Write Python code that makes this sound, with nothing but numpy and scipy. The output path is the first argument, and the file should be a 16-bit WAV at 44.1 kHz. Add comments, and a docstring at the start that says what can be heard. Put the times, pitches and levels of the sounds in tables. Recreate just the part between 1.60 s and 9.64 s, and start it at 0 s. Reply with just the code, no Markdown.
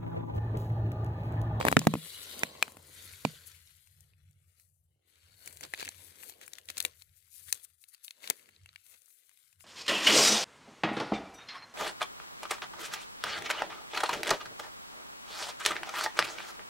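"""Sharp knocks of hollow plastic toy figures on a seat come first; then they are lifted and clicked together.
Each contact excites damped modes of the shell, a treble snap and a thump of the seat or the cupped hands.
Sleeves, fingers and scraped plastic make friction noise; a low hum wavers in a small soft room.
Of two microphone ports on a phone, one faces the hands; the other, behind the body, is duller
and its time offset drifts from slightly early to late."""
import sys
import numpy as np
from scipy import signal
from scipy.fft import rfft, irfft, next_fast_len
from scipy.io import wavfile
from scipy.ndimage import uniform_filter1d, minimum_filter1d, map_coordinates

SR = 44100
rng = np.random.default_rng(int(sys.argv[2]) if len(sys.argv) > 2 else 0)


def elevation(decibels):
    """Turn decibel levels (scalar or array-like) into linear amplitude ratios."""
    levels = np.asarray(decibels, float)
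    return 10 ** (levels / 20)


def output_pcm(signal):
    """Save a mono or channel-first signal as 16-bit PCM at the path in sys.argv[1].

    Samples are clipped to [-1, 1] before scaling.
    """
    pcm = np.clip(np.atleast_2d(signal).T, -1, 1) * 32767
    wavfile.write(sys.argv[1], SR, np.round(pcm).astype(np.int16))


N = 354547
LIFTED = 1.9  # from here on the figures are held in the air [s]

# sign of a level tilt between the ports: front port, rear port
SIDES = np.array([[1], [-1]])
# arms and hands moving, before strokes and scrapes are added:
# (time [s], sleeve swish [dB], skin hiss [dB], soft drag [dB])
MOVING = [(0, -45, -73, -26), (.1, -59, -78, -74), (.16, -64, -69, -56), (.33, -52.5, -61.5, -55),
          (.46, -50, -54.5, -66), (.83, -50.5, -56, -67), (.92, -55.5, -70, -60), (1.1, -56, -63, -62),
          (1.16, -69.5, -69.5, -66.5), (1.4, -54, -58.5, -69), (1.62, -57.5, -61, -74.5),
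          (1.92, -60.5, -68, -82), (2.2, -70.5, -72, -94), (2.47, -76.5, -75.5, -87.5),
          (2.53, -78.5, -86, -91.5), (2.9, -79.5, -80.5, -93.5), (3.16, -89.5, -81.5, -95.5),
          (3.44, -83, -92, -84), (3.48, -72.5, -77.5, -83), (3.62, -68, -81, -82),
          (3.85, -66.5, -65.5, -74.5), (4.12, -66, -67.5, -85), (4.4, -60.5, -72.5, -68),
          (4.76, -74.5, -71, -68), (5.3, -69.5, -81.5, -82), (5.48, -78.5, -91, -94), (5.7, -77, -78, -93),
          (6, -70, -72.5, -90), (6.17, -84, -88, -102), (6.4, -75, -78, -98.5), (6.8, -68.5, -74.5, -71.5),
          (6.94, -72.5, -90.5, -79.5), (7.2, -73.5, -76.5, -97), (7.55, -76.5, -77, -92),
          (7.85, -74, -80, -99), (8.04, -83.5, -86.5, -93.5)]
# plastic scraped over the seat or the other figure; rise and fall span 20 dB:
# (time of peak [s], swish [dB], drag [dB], rise [s], fall [s])
SCRAPES = [(0.067, -42, -30, 0.03, 0.06), (.127, -41.5, -51, .05, 0.032),
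           (0.241, -45.5, -48.5, 0.12, 0.036), (.841, -54, -48.5, 0.23, .12),
           (1.03, -64.5, -53.5, .15, .13), (1.654, -52.5, -59.5, .02, 0.17), (3.005, -74, -99, .15, .12),
           (3.869, -58, -65.5, 0.083, 0.2), (4.041, -49.5, -54, 0.037, 0.054), (4.143, -59, -65, .04, 0.17),
           (4.205, -45.5, -57, 0.05, 0.079), (4.275, -56.5, -56.5, 0.15, 0.034),
           (4.634, -60.5, -67, 0.19, 0.25), (4.829, -51.5, -59.5, 0.025, 0.038),
           (4.986, -58, -79.5, .12, .027), (5.098, -48.5, -57.5, 0.016, 0.029),
           (5.178, -51.5, -64, 0.048, .12), (5.259, -54, -57.5, 0.044, .06),
           (5.794, -64.5, -82, 0.09, 0.063), (5.889, -52.5, -76, 0.025, .03),
           (5.932, -55.5, -65.5, 0.021, 0.081), (6.341, -60, -99, 0.021, 0.022),
           (6.635, -50.5, -64.5, .02, 0.13), (6.708, -52.5, -54.5, 0.1, 0.046),
           (7.262, -73.5, -92, .045, 0.097), (7.347, -59.5, -71, .08, .02),
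           (8.009, -67.5, -90, .043, 0.065)]


def unit(x):
    """Normalization: scale to rms 1."""
    return x / np.sqrt(np.mean(x ** 2) + 1e-20)


def along(points, hz):
    """Interpolation on a logarithmic frequency axis: (frequency [Hz], value) points read at hz."""
    f, v = np.transpose(points)
    return np.interp(np.log(hz + 1), np.log(f + 1), v)


def curves(rows):
    """Piecewise linear envelopes: one value per sample for each column after the time."""
    s, *cols = np.transpose(rows)
    return [np.interp(np.arange(N) / SR, s, c) for c in cols]


def wobble(rate):
    """Slow random modulation: a smooth curve through random knots, rate of them a second."""
    knots = rng.standard_normal(int(N * rate / SR) + 4)
    return map_coordinates(knots, [np.arange(N) * rate / SR])


def filtered(x, response):
    """Linear filtering: the spectrum of x times a response of frequency."""
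    m = next_fast_len(x.shape[-1] + 8192)
    spectrum = rfft(x, m) * response(np.fft.rfftfreq(m, 1 / SR))
    return irfft(spectrum, m)[..., :x.shape[-1]]


def peaked(rows, base_db):
    """Power addition: strokes that rise and fall straight in dB are added to a slow level."""
    s, db, rise, fall = np.transpose(rows)[:, :, None]
    t = np.arange(0, N / SR + .002, .001)
    below_peak_db = 20 * np.maximum((s - t) / np.abs(rise), (t - s) / np.abs(fall))
    power = elevation(2 * (db - below_peak_db)).sum(axis=0)
    return 10 * np.log10(elevation(2 * base_db) + np.interp(np.arange(N) / SR, t, power))


def rush(spectrum, patchy_db, grain_db):
    """Friction noise, partly coherent at the ports: tiny slips of uneven size,
    in patches, with the lasting streaks of a phone's noise suppressor."""
    # coherence of the two ports: (frequency [Hz], likeness [0 to 1])
    port_likeness = [(60, 1), (290, 0.88), (640, 0.23), (1400, 0.26), (3100, 0.15), (6800, 0.74),
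                     (15000, 0.4)]
    # narrow bands that the noise suppressor keeps or turns down for about a third of a second
    suppressor_streak_db = 2.2
    slips = rng.standard_normal((2, N)) * elevation(grain_db * wobble(900))
    z = signal.stft(slips, nperseg=512)[2]

    def blotches(bins, frames):
        field = uniform_filter1d(rng.standard_normal(z.shape[1:]), size=bins, axis=0)
        return unit(uniform_filter1d(field, size=frames, axis=1))

    gain_db = patchy_db * blotches(6, 5) + suppressor_streak_db * blotches(3, 55)
    pair = signal.istft(z * elevation(gain_db), nperseg=512)[1][:, :N]

    def mid_side_response(hz):
        angle = np.arccos(np.clip(along(port_likeness, hz), -1, 1)) / 2
        return elevation(along(spectrum, hz)) * [np.cos(angle), np.sin(angle)]

    mid, side = filtered(pair, mid_side_response)
    return unit(np.array([mid + side, mid - side]))


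def ringing(modes, t, gains_db, spread, skew, attack):
    """Modal decay: damped, slightly detuned modes reach the two ports at their own phases; peak 1."""
    hz, db, t60 = np.transpose(modes)[:, :, None]
    hz = hz * (1 + spread * rng.standard_normal(hz.shape))
    phase = skew * rng.standard_normal((2,) + hz.shape)
    partials = elevation(db + gains_db - 60 * t / t60) * np.sin(2 * np.pi * hz * t + phase)
    ring = np.sum(partials, axis=1) * (1 - np.exp(-t / attack))
    return ring / np.abs(ring).max()


def shell_ring(favoured_hz, t):
    """Selective excitation of a thin shell: modes near the favoured pitch ring most."""
    # hollow figure before the grip bends and damps it: (frequency [Hz], level [dB], t60 [s])
    shell_modes = [(780, -4, .011), (1050, -3, .011), (1350, -4, .011), (1770, -1, .012), (2100, 0, .013),
                   (2520, 1, .016), (3000, -4, .011), (3650, -3, .011), (4100, -2, .012), (4900, -5, .01),
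                   (6000, -4, .009), (7700, -4, .008)]
    modes = np.array(shell_modes)
    octaves = np.log2(modes[:, :1] / favoured_hz)
    # the grip bends all modes so that one sits on the favoured pitch
    modes[:, 0] /= 2 ** octaves[np.abs(octaves).argmin()]
    modes[:, 2] *= .75  # share of its ring time that a gripped figure keeps
    strike_db = 2 * rng.standard_normal(octaves.shape) + 2 * rng.standard_normal((2,) + octaves.shape)
    gains_db = strike_db - 12 * np.abs(octaves) ** .7
    return ringing(modes, t, gains_db, spread=.015, skew=.7, attack=.00016)


def edge_snap(t):
    """Broadband impact: a hard edge gives a brief burst of treble noise; peak 1."""
    band = signal.butter(3, (5500, 13000), "band", fs=SR, output="sos")
    burst = elevation(-60 * t / 0.014) * (1 - np.exp(-t / .0003)) * rng.standard_normal((2, len(t)))
    snap = signal.sosfilt(band, burst) + .55 * np.diff(burst, prepend=0)
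    return snap / np.abs(snap).max()


def support_thump(on_seat, t):
    """Driven support: the contact shakes the low modes of whatever is under the figure; peak 1."""
    # seat under the figures: (frequency [Hz], level [dB], t60 [s])
    seat_modes = [(130, -13.5, 0.26), (156.4, -5.5, 0.23), (173.7, -11.5, 0.25), (218, 3, 0.085),
                  (272, 8, 0.047), (420, -4, 0.048), (577, -7.5, 0.024)]
    # cupped hands round the figures: (frequency [Hz], level [dB], t60 [s])
    palm_modes = [(335, -8.5, 0.06), (460, 19, 0.018), (574, -38.5, 0.013), (833, 32.5, 0.012)]
    modes = seat_modes if on_seat else palm_modes
    return -ringing(modes, t, 0, spread=.03, skew=.35, attack=.0002)


def ticks():
    """Random point process: faint chance ticks of loose limbs, louder when the hands move more."""
    rate = 7  # ticks per second
    over_swish_db, spread_db, thump_db, snap_db = 15, 3.5, -50, -4
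    centre_hz, spread_octaves = 3800, .6
    count = int(rate * (N / SR - LIFTED))
    when = rng.uniform(LIFTED, N / SR, count)
    size, pitch = rng.standard_normal((2, count))
    db = curves(MOVING)[0][(when * SR).astype(int)] + over_swish_db + spread_db * size
    favoured_hz = centre_hz * 2 ** (spread_octaves * pitch)
    return [(s, d, thump_db, hz, snap_db) for s, d, hz in zip(when, db, favoured_hz)]


def figures():
    """Impact radiation: each contact sums shell ring, edge snap and support thump; small shells lack bass."""
    # figures knocked on the seat: (time [s], contact level [dB], thump re contact [dB],
    # favoured ring [Hz], snap re contact [dB])
    knock_events = [(0.0116, -13.5, -17, 1230, -19), (0.027, -27.5, -8.5, 1450, -11),
                    (0.0511, -6, -16, 671.5, -9.5), (0.0675, -16.5, -10, 750, -19),
                    (.0712, -21.5, -24, 690.4, -10.5), (0.0773, -21.5, -5.5, 1500, -5),
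                    (.084, -6, -17, 1628, -13), (0.1153, -18, -5.5, 840, -4), (0.1265, -7, -16.5, 960, -18),
                    (.168, -1, -6.5, 1350, -17), (0.1916, -13, -20, 7335, -3.5),
                    (0.2165, -25, -9.5, 1060, -14.5), (.2511, -31, -6.5, 860, -2.5),
                    (0.27, -5.5, -2.5, 1219, -7.5), (0.2756, -22, 4, 670, -16),
                    (.3383, -15.5, -1.5, 1040, -12), (0.3538, -27.5, 6, 1046, -15.5),
                    (0.792, -27.5, -16.5, 7150, 0), (0.8339, -8, -22, 2353, -8),
                    (1.0259, -6.5, -37.5, 2463, -9.5), (1.0798, -33, -15, 896, -10),
                    (1.12, -37, -20.5, 1005, -0.5), (1.1695, -35, -10.5, 1070, -4),
                    (1.4231, -36.5, -26.5, 6350, 1), (1.536, -40, -41, 2200, -4.5),
                    (1.6506, -14, -3, 990, -9.5)]
    # figures clicked together in the hands: (time [s], contact level [dB], thump re contact [dB],
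    # favoured ring [Hz], snap re contact [dB])
    click_events = [(2.2722, -47, -32, 3316, -1.5), (2.4061, -43, -28, 6350, 0),
                    (2.535, -56, -40, 2540, -19), (2.71, -52.5, -42, 3970, 0),
                    (2.9974, -45, -41, 2087, -0.7), (3.8593, -38, -23, 4220, 5),
                    (3.8752, -24.5, -21, 2350, -1), (3.9265, -37, -41, 7060, 2),
                    (3.9709, -33.5, -28, 4750, -1), (4.009, -28, -19, 2030, -0.7),
                    (4.0313, -32.5, -23, 1400, -5), (4.036, -25.5, -21, 7020, -8.5),
                    (4.0497, -30, -31, 1620, -3.5), (4.137, -18, -16, 1770, -7),
                    (4.1462, -29.5, -32, 3460, -16), (4.177, -37.5, -21, 1780, -11),
                    (4.1895, -30, -31, 2760, -2.5), (4.1974, -27.5, -12, 4140, -9),
                    (4.213, -28.5, -38, 1740, -7), (4.2274, -26, -3, 2330, -4.5),
                    (4.2497, -25.5, -36, 7050, -2.3), (4.2551, -27.5, -26, 2660, -1),
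                    (4.2777, -25.5, -34, 1770, -14), (4.289, -21, -21.5, 7840, -6),
                    (4.6026, -42, -27, 3580, -7), (4.6272, -37.5, -24, 2720, -1.5),
                    (4.6333, -32.5, -22, 1530, -5.5), (4.6959, -29, -17, 3730, -1),
                    (4.7223, -46.5, -1.5, 4090, -18), (4.8136, -33.5, -18, 1870, -3),
                    (4.8293, -46, -6.5, 3970, -7), (4.8415, -48, -31, 1940, -17),
                    (4.8635, -42, -40, 8200, 5.5), (4.8786, -34, -25, 1935, -2.5),
                    (4.9338, -27, -55, 5450, -4), (4.9841, -31.5, -58, 3450, -6.5),
                    (5.0548, -40, -47, 8160, 1.5), (5.0873, -26.5, -38, 3500, -3.5),
                    (5.1013, -24.5, -29, 3760, -4.5), (5.1141, -39, -27, 7760, -11.5),
                    (5.1701, -27, -16, 4420, -6), (5.1787, -19, -36, 7600, -1.5),
                    (5.1818, -22, -39, 4190, -2), (5.2029, -16, -44, 4080, -4), (5.213, -31, -17, 3730, -6),
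                    (5.2254, -27.5, -47, 7700, 2.5), (5.2504, -13.5, -18, 3400, -3.5),
                    (5.2627, -32, -34, 8500, -15), (5.4209, -36, -53, 4193, -7),
                    (5.926, -8.5, -55.5, 7970, -3), (5.9444, -37, -48, 5860, 5),
                    (6.2392, -40, -48, 3830, -3.5), (6.2864, -45, -52, 8240, -1.2),
                    (6.3466, -37.5, -53.5, 4420, -2.5), (6.4465, -37, -55, 6590, -2.5),
                    (6.4806, -31.5, -51, 3720, -11.5), (6.5076, -29, -60.5, 4230, -7),
                    (6.6415, -34, -11, 2150, -7), (6.6752, -25, -32.5, 3880, -6.5),
                    (6.7, -11, -17, 5770, -2), (6.7069, -22, -6, 2163, -9.5),
                    (6.7948, -45.5, -31, 2220, -9.5), (6.8896, -42, -12.5, 1437, -7.5),
                    (6.9631, -47, -34, 4070, -30), (7.0595, -40, -27, 2265, -5.5),
                    (7.0904, -41, -38, 4020, -17.5), (7.1593, -34, -55.5, 2287, -13.5),
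                    (7.2645, -45, -34.5, 3690, -1.3), (7.4186, -49, -50.5, 4440, -1),
                    (7.4583, -49.5, -52, 7850, 1), (7.48, -55.5, -50.5, 1610, -3),
                    (7.6935, -49, -38, 1520, -2), (7.7136, -54, -44.5, 1730, -5.5),
                    (7.7735, -47.5, -42.5, 3880, -3), (7.9276, -49, -49.5, 2500, -1),
                    (8.0065, -42.5, -23, 2230, -5)]
    # lean to the front port, added there and taken from the rear: (time [s], level [dB])
    lean_points = [(0, 1.1), (.6, -3.5), (.9, -3), (1.03, 0.5), (1.65, -6.5), (2.2, 1), (4, -2.6),
                   (5, 1.76), (6, 1.5), (8.04, 4.5)]
    shell, under = np.zeros((2, N + SR)), np.zeros((2, N + SR))
    t = np.arange(SR // 4) / SR
    short = t[:SR // 40]
    for s, db, thump_db, hz, snap_db in knock_events + click_events + ticks():
        lean_db = np.interp(s, *np.transpose(lean_points)) + 1.5 * rng.standard_normal()
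        # the ring carries what the snap leaves
        rest = np.sqrt(np.clip(1 - elevation(2 * snap_db), .03, 1))
        hit = rest * shell_ring(hz, short) + elevation(snap_db) * edge_snap(short)
        i = round(s * SR)
        shell[:, i:i + len(short)] += elevation(db) * hit * elevation(lean_db * SIDES)
        under[:, i:i + len(t)] += elevation(db + thump_db + 0.5 * SIDES) * support_thump(s < LIFTED, t)
    # a small shell radiates no bass, off the seat still less; nor does the padding radiate the deepest push
    small = signal.butter(2, 500, "high", fs=SR, output="sos")
    free = signal.butter(2, 900, "high", fs=SR, output="sos")
    soft = signal.butter(2, 90, "high", fs=SR, output="sos")
    lifted = round(LIFTED * SR)
    shell[:, lifted:] = signal.sosfilt(free, shell[:, lifted:])
    return (signal.sosfilt(small, shell) + signal.sosfilt(soft, under))[:, :N]


def swish_and_scrape():
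    """Sliding friction: sleeve cloth swishes, and plastic catching on plastic crackles coarsely."""
    # (frequency [Hz], spectral density [dB per Hz])
    swish_spectrum = [(530, -40.5), (900, -15.5), (1360, -2), (1800, -1.5), (2150, 1), (2500, -1.5),
                      (3200, 1), (4050, 1), (4600, -0.5), (5300, -6), (7770, -6), (11300, -13.5),
                      (15100, -18), (16000, -19)]
    play = 3.82  # from here on the two figures are worked against each other [s]
    swish_db = peaked(np.array(SCRAPES)[:, [0, 1, 3, 4]], curves(MOVING)[0])
    swish = elevation(swish_db + 1.2 * wobble(30)) * rush(swish_spectrum, patchy_db=1.6, grain_db=2.4)
    crackle = elevation(swish_db - 0.5) * rush(swish_spectrum, patchy_db=-1.5, grain_db=11.0)
    scrape = (np.arange(N) > play * SR) * crackle
    held = np.arange(N) > LIFTED * SR
    return (swish + scrape) * elevation((2.0 * held + 0.46) * SIDES)


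def skin_rub():
    """Fine-textured friction: finger skin hisses over the plastic, stronger at the front port."""
    # (frequency [Hz], spectral density [dB per Hz])
    rub_spectrum = [(1470, -33), (2500, -10), (2920, -15.5), (3740, -10), (4650, -6), (5150, -6),
                    (9660, 1.5), (13800, -3), (16000, -13)]
    # finger strokes; rise and fall span 20 dB: (time of peak [s], level [dB], rise [s], fall [s])
    finger_strokes = [(.07, -47, 0.019, .04), (.127, -46.5, 0.034, .03), (1.873, -53.5, 0.032, 0.043),
                      (3.003, -69.5, 0.064, 0.17), (3.869, -60.5, .06, 0.23), (4.143, -61, .04, .1),
                      (4.457, -59, .25, 0.13), (4.634, -59, .11, 0.092), (4.697, -55.5, .2, 0.054),
                      (4.835, -65.5, .05, 0.21), (5.098, -61, 0.042, 0.036), (5.178, -61, 0.068, 0.1),
                      (5.258, -50, 0.056, 0.027), (5.375, -64.5, 0.1, 0.18), (5.565, -68.5, 0.075, .3),
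                      (5.735, -56.5, 0.034, 0.32), (5.794, -60.5, .2, 0.16), (5.889, -52, 0.058, 0.08),
                      (5.934, -54, 0.077, .085), (6.049, -46.5, 0.025, 0.0077), (6.096, -73, 0.043, .14),
                      (6.223, -62, 0.046, 0.039), (6.288, -59.5, 0.015, 0.04), (6.341, -61.5, .033, 0.018),
                      (6.445, -49, .015, 0.044), (6.635, -59.5, 0.027, 0.26), (6.707, -65, 0.097, .12),
                      (7.265, -69, 0.034, 0.11), (7.3, -62, .1, 0.12), (7.54, -68.5, 0.26, 0.3),
                      (7.867, -70.5, 0.42, 0.13), (8.009, -61, 0.017, 0.09)]
    rub_db = peaked(finger_strokes, curves(MOVING)[1])
    held = np.arange(N) > LIFTED * SR
    tilt_db = (1.3 * held + 3.7) * SIDES
    return elevation(rub_db + 1.4 * wobble(60) + tilt_db) * rush(rub_spectrum, patchy_db=1.3, grain_db=2.5)


def soft_drag():
    """Damped friction: soft parts drag as noise confined to the low middle."""
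    # (frequency [Hz], spectral density [dB per Hz])
    drag_spectrum = [(120, -33), (200, -9.5), (290, -9.5), (435, -5.5), (555, -5), (857, -13.5), (1100, -9),
                     (1430, -45.5), (2420, -120)]
    drag_db = peaked(np.array(SCRAPES)[:, [0, 2, 3, 4]], curves(MOVING)[2])
    return elevation(drag_db + 0.82 * wobble(25)) * rush(drag_spectrum, patchy_db=1.34, grain_db=4.0)


def hum():
    """Coherence of long waves: a wavering low noise band arrives nearly the same at both ports."""
    # (time [s], level [dB])
    hum_level = [(0, -31), (.21, -60), (.42, -68), (.87, -62.5), (.98, -59), (1.21, -70.5), (1.43, -63.5),
                 (1.7, -60.5), (2.01, -69.5), (2.37, -66), (2.89, -67.5), (3.49, -81), (3.7, -68.5),
                 (4.57, -69), (4.8, -73.5), (5.31, -67.5), (5.66, -81.5), (5.9, -70.5), (6.34, -94),
                 (6.83, -88), (7.03, -65), (7.28, -86), (7.6, -99), (8.04, -77)]
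    # (frequency [Hz], spectral density [dB per Hz])
    hum_spectrum = [(14, -52.5), (24, -22), (43, -24), (69, -7), (89, 3.5), (100, -2.5), (118, -18.5),
                    (141, -6.5), (220, -33.5), (290, -64), (480, -120)]
    return elevation(curves(hum_level)[0] + 1.9 * wobble(8)) * rush(hum_spectrum, patchy_db=-0.5, grain_db=4.0)


def room(x):
    """Diffuse reverberation: a short delayed noise tail in which each frequency dies at its own speed."""
    # (frequency [Hz], t60 [s])
    decay_times = [(1000, .07), (2500, 0.25), (12000, 0.11)]
    hz, t, z = signal.stft(rng.standard_normal((2, SR // 3)), SR, nperseg=256)
    soaked = (hz ** 4 / (hz ** 4 + 1200 ** 4))[:, None]  # cushions and clothes soak up the low middle
    decay = elevation(-60 * t / along(decay_times, hz)[:, None])
    tail = signal.istft(z * soaked * decay, SR, nperseg=256)[1]
    delayed = np.pad(x, ((0, 0), (150, 0)))  # samples
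    return signal.fftconvolve(delayed, tail / np.linalg.norm(tail[0]), axes=1)[:, :N]


def suppress(x, margin_db, noise_db, depth_db):
    """Spectral subtraction: bins above 900 Hz near their local minimum are turned down; hiss turns streaky."""
    hz, _, z = signal.stft(x, SR, nperseg=512)
    local_power = np.abs(uniform_filter1d(np.abs(z) ** 2, size=9, axis=2)) + 1e-20
    quietest = minimum_filter1d(local_power, size=150, axis=2)
    noise = np.minimum(elevation(2 * margin_db) * quietest, elevation(2 * noise_db))
    gain = np.clip(1 - (hz[:, None] > 900) * noise / local_power, elevation(depth_db), 1)
    return signal.istft(z * uniform_filter1d(gain, size=5, axis=2), SR, nperseg=512)[1][:, :N]


def port_shading(x):
    """Diffraction: the phone body shades the rear port in the treble; both capsules lose the very top."""
    # front port over rear port: (frequency [Hz], level difference [dB])
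    port_difference = [(60, 6.5), (120, -3), (240, 0.5), (480, -5.5), (950, 3), (1890, 6), (3770, -2.5),
                       (7520, 6.5), (15000, 20)]

    def shade(hz):
        shares = np.array([[.3], [-.7]])  # of the difference, at the front and rear port
        return elevation(along(port_difference, hz) * shares) / np.sqrt(1 + (hz / 15500) ** 60)

    return filtered(x, shade)


def own_noise(shape):
    """Self-noise: a faint steady hiss of the microphone, independent at each port."""
    # (frequency [Hz], spectral density [dB per Hz])
    hiss_spectrum = [(200, -6.5), (1000, -4), (3000, -4), (8000, -.5), (16000, -4)]
    hiss = filtered(rng.standard_normal(shape), lambda hz: elevation(along(hiss_spectrum, hz)))
    return elevation(-91) * unit(hiss)


def scene():
    """Superposition: all sources add at the two ports, and the rear port has its own arrival time."""
    # (time [s], delay of the rear port [s], negative is early)
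    rear_delay = [(0, -.00024), (.14, -.00024), (.16, .00006), (.5, .00006), (.7, -.00024), (.9, -.00024),
                  (1, 0), (1.9, 0), (2.4, .00047), (8.04, .00047)]
    toys = figures()
    hands = swish_and_scrape() + skin_rub() + soft_drag()
    front, rear = toys + elevation(-30.5) * room(toys) + hands + hum()
    shifted = map_coordinates(rear, [np.arange(N) - SR * curves(rear_delay)[0]], order=1)
    return np.array([front, shifted])


def band_limit(x):
    """A steep low-pass at the top of the band."""
    return signal.sosfilt(signal.butter(12, 16530, fs=SR, output="sos"), x)


def record(dry):
    """Signal chain: shading at the ports, then noise suppression, then a trace of the microphone's own hiss."""
    quiet = suppress(port_shading(dry), margin_db=11, noise_db=-102, depth_db=-12.5)
    mix = quiet + own_noise(dry.shape)
    return band_limit(mix)


dry = scene()
out = record(dry)
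output_pcm(out)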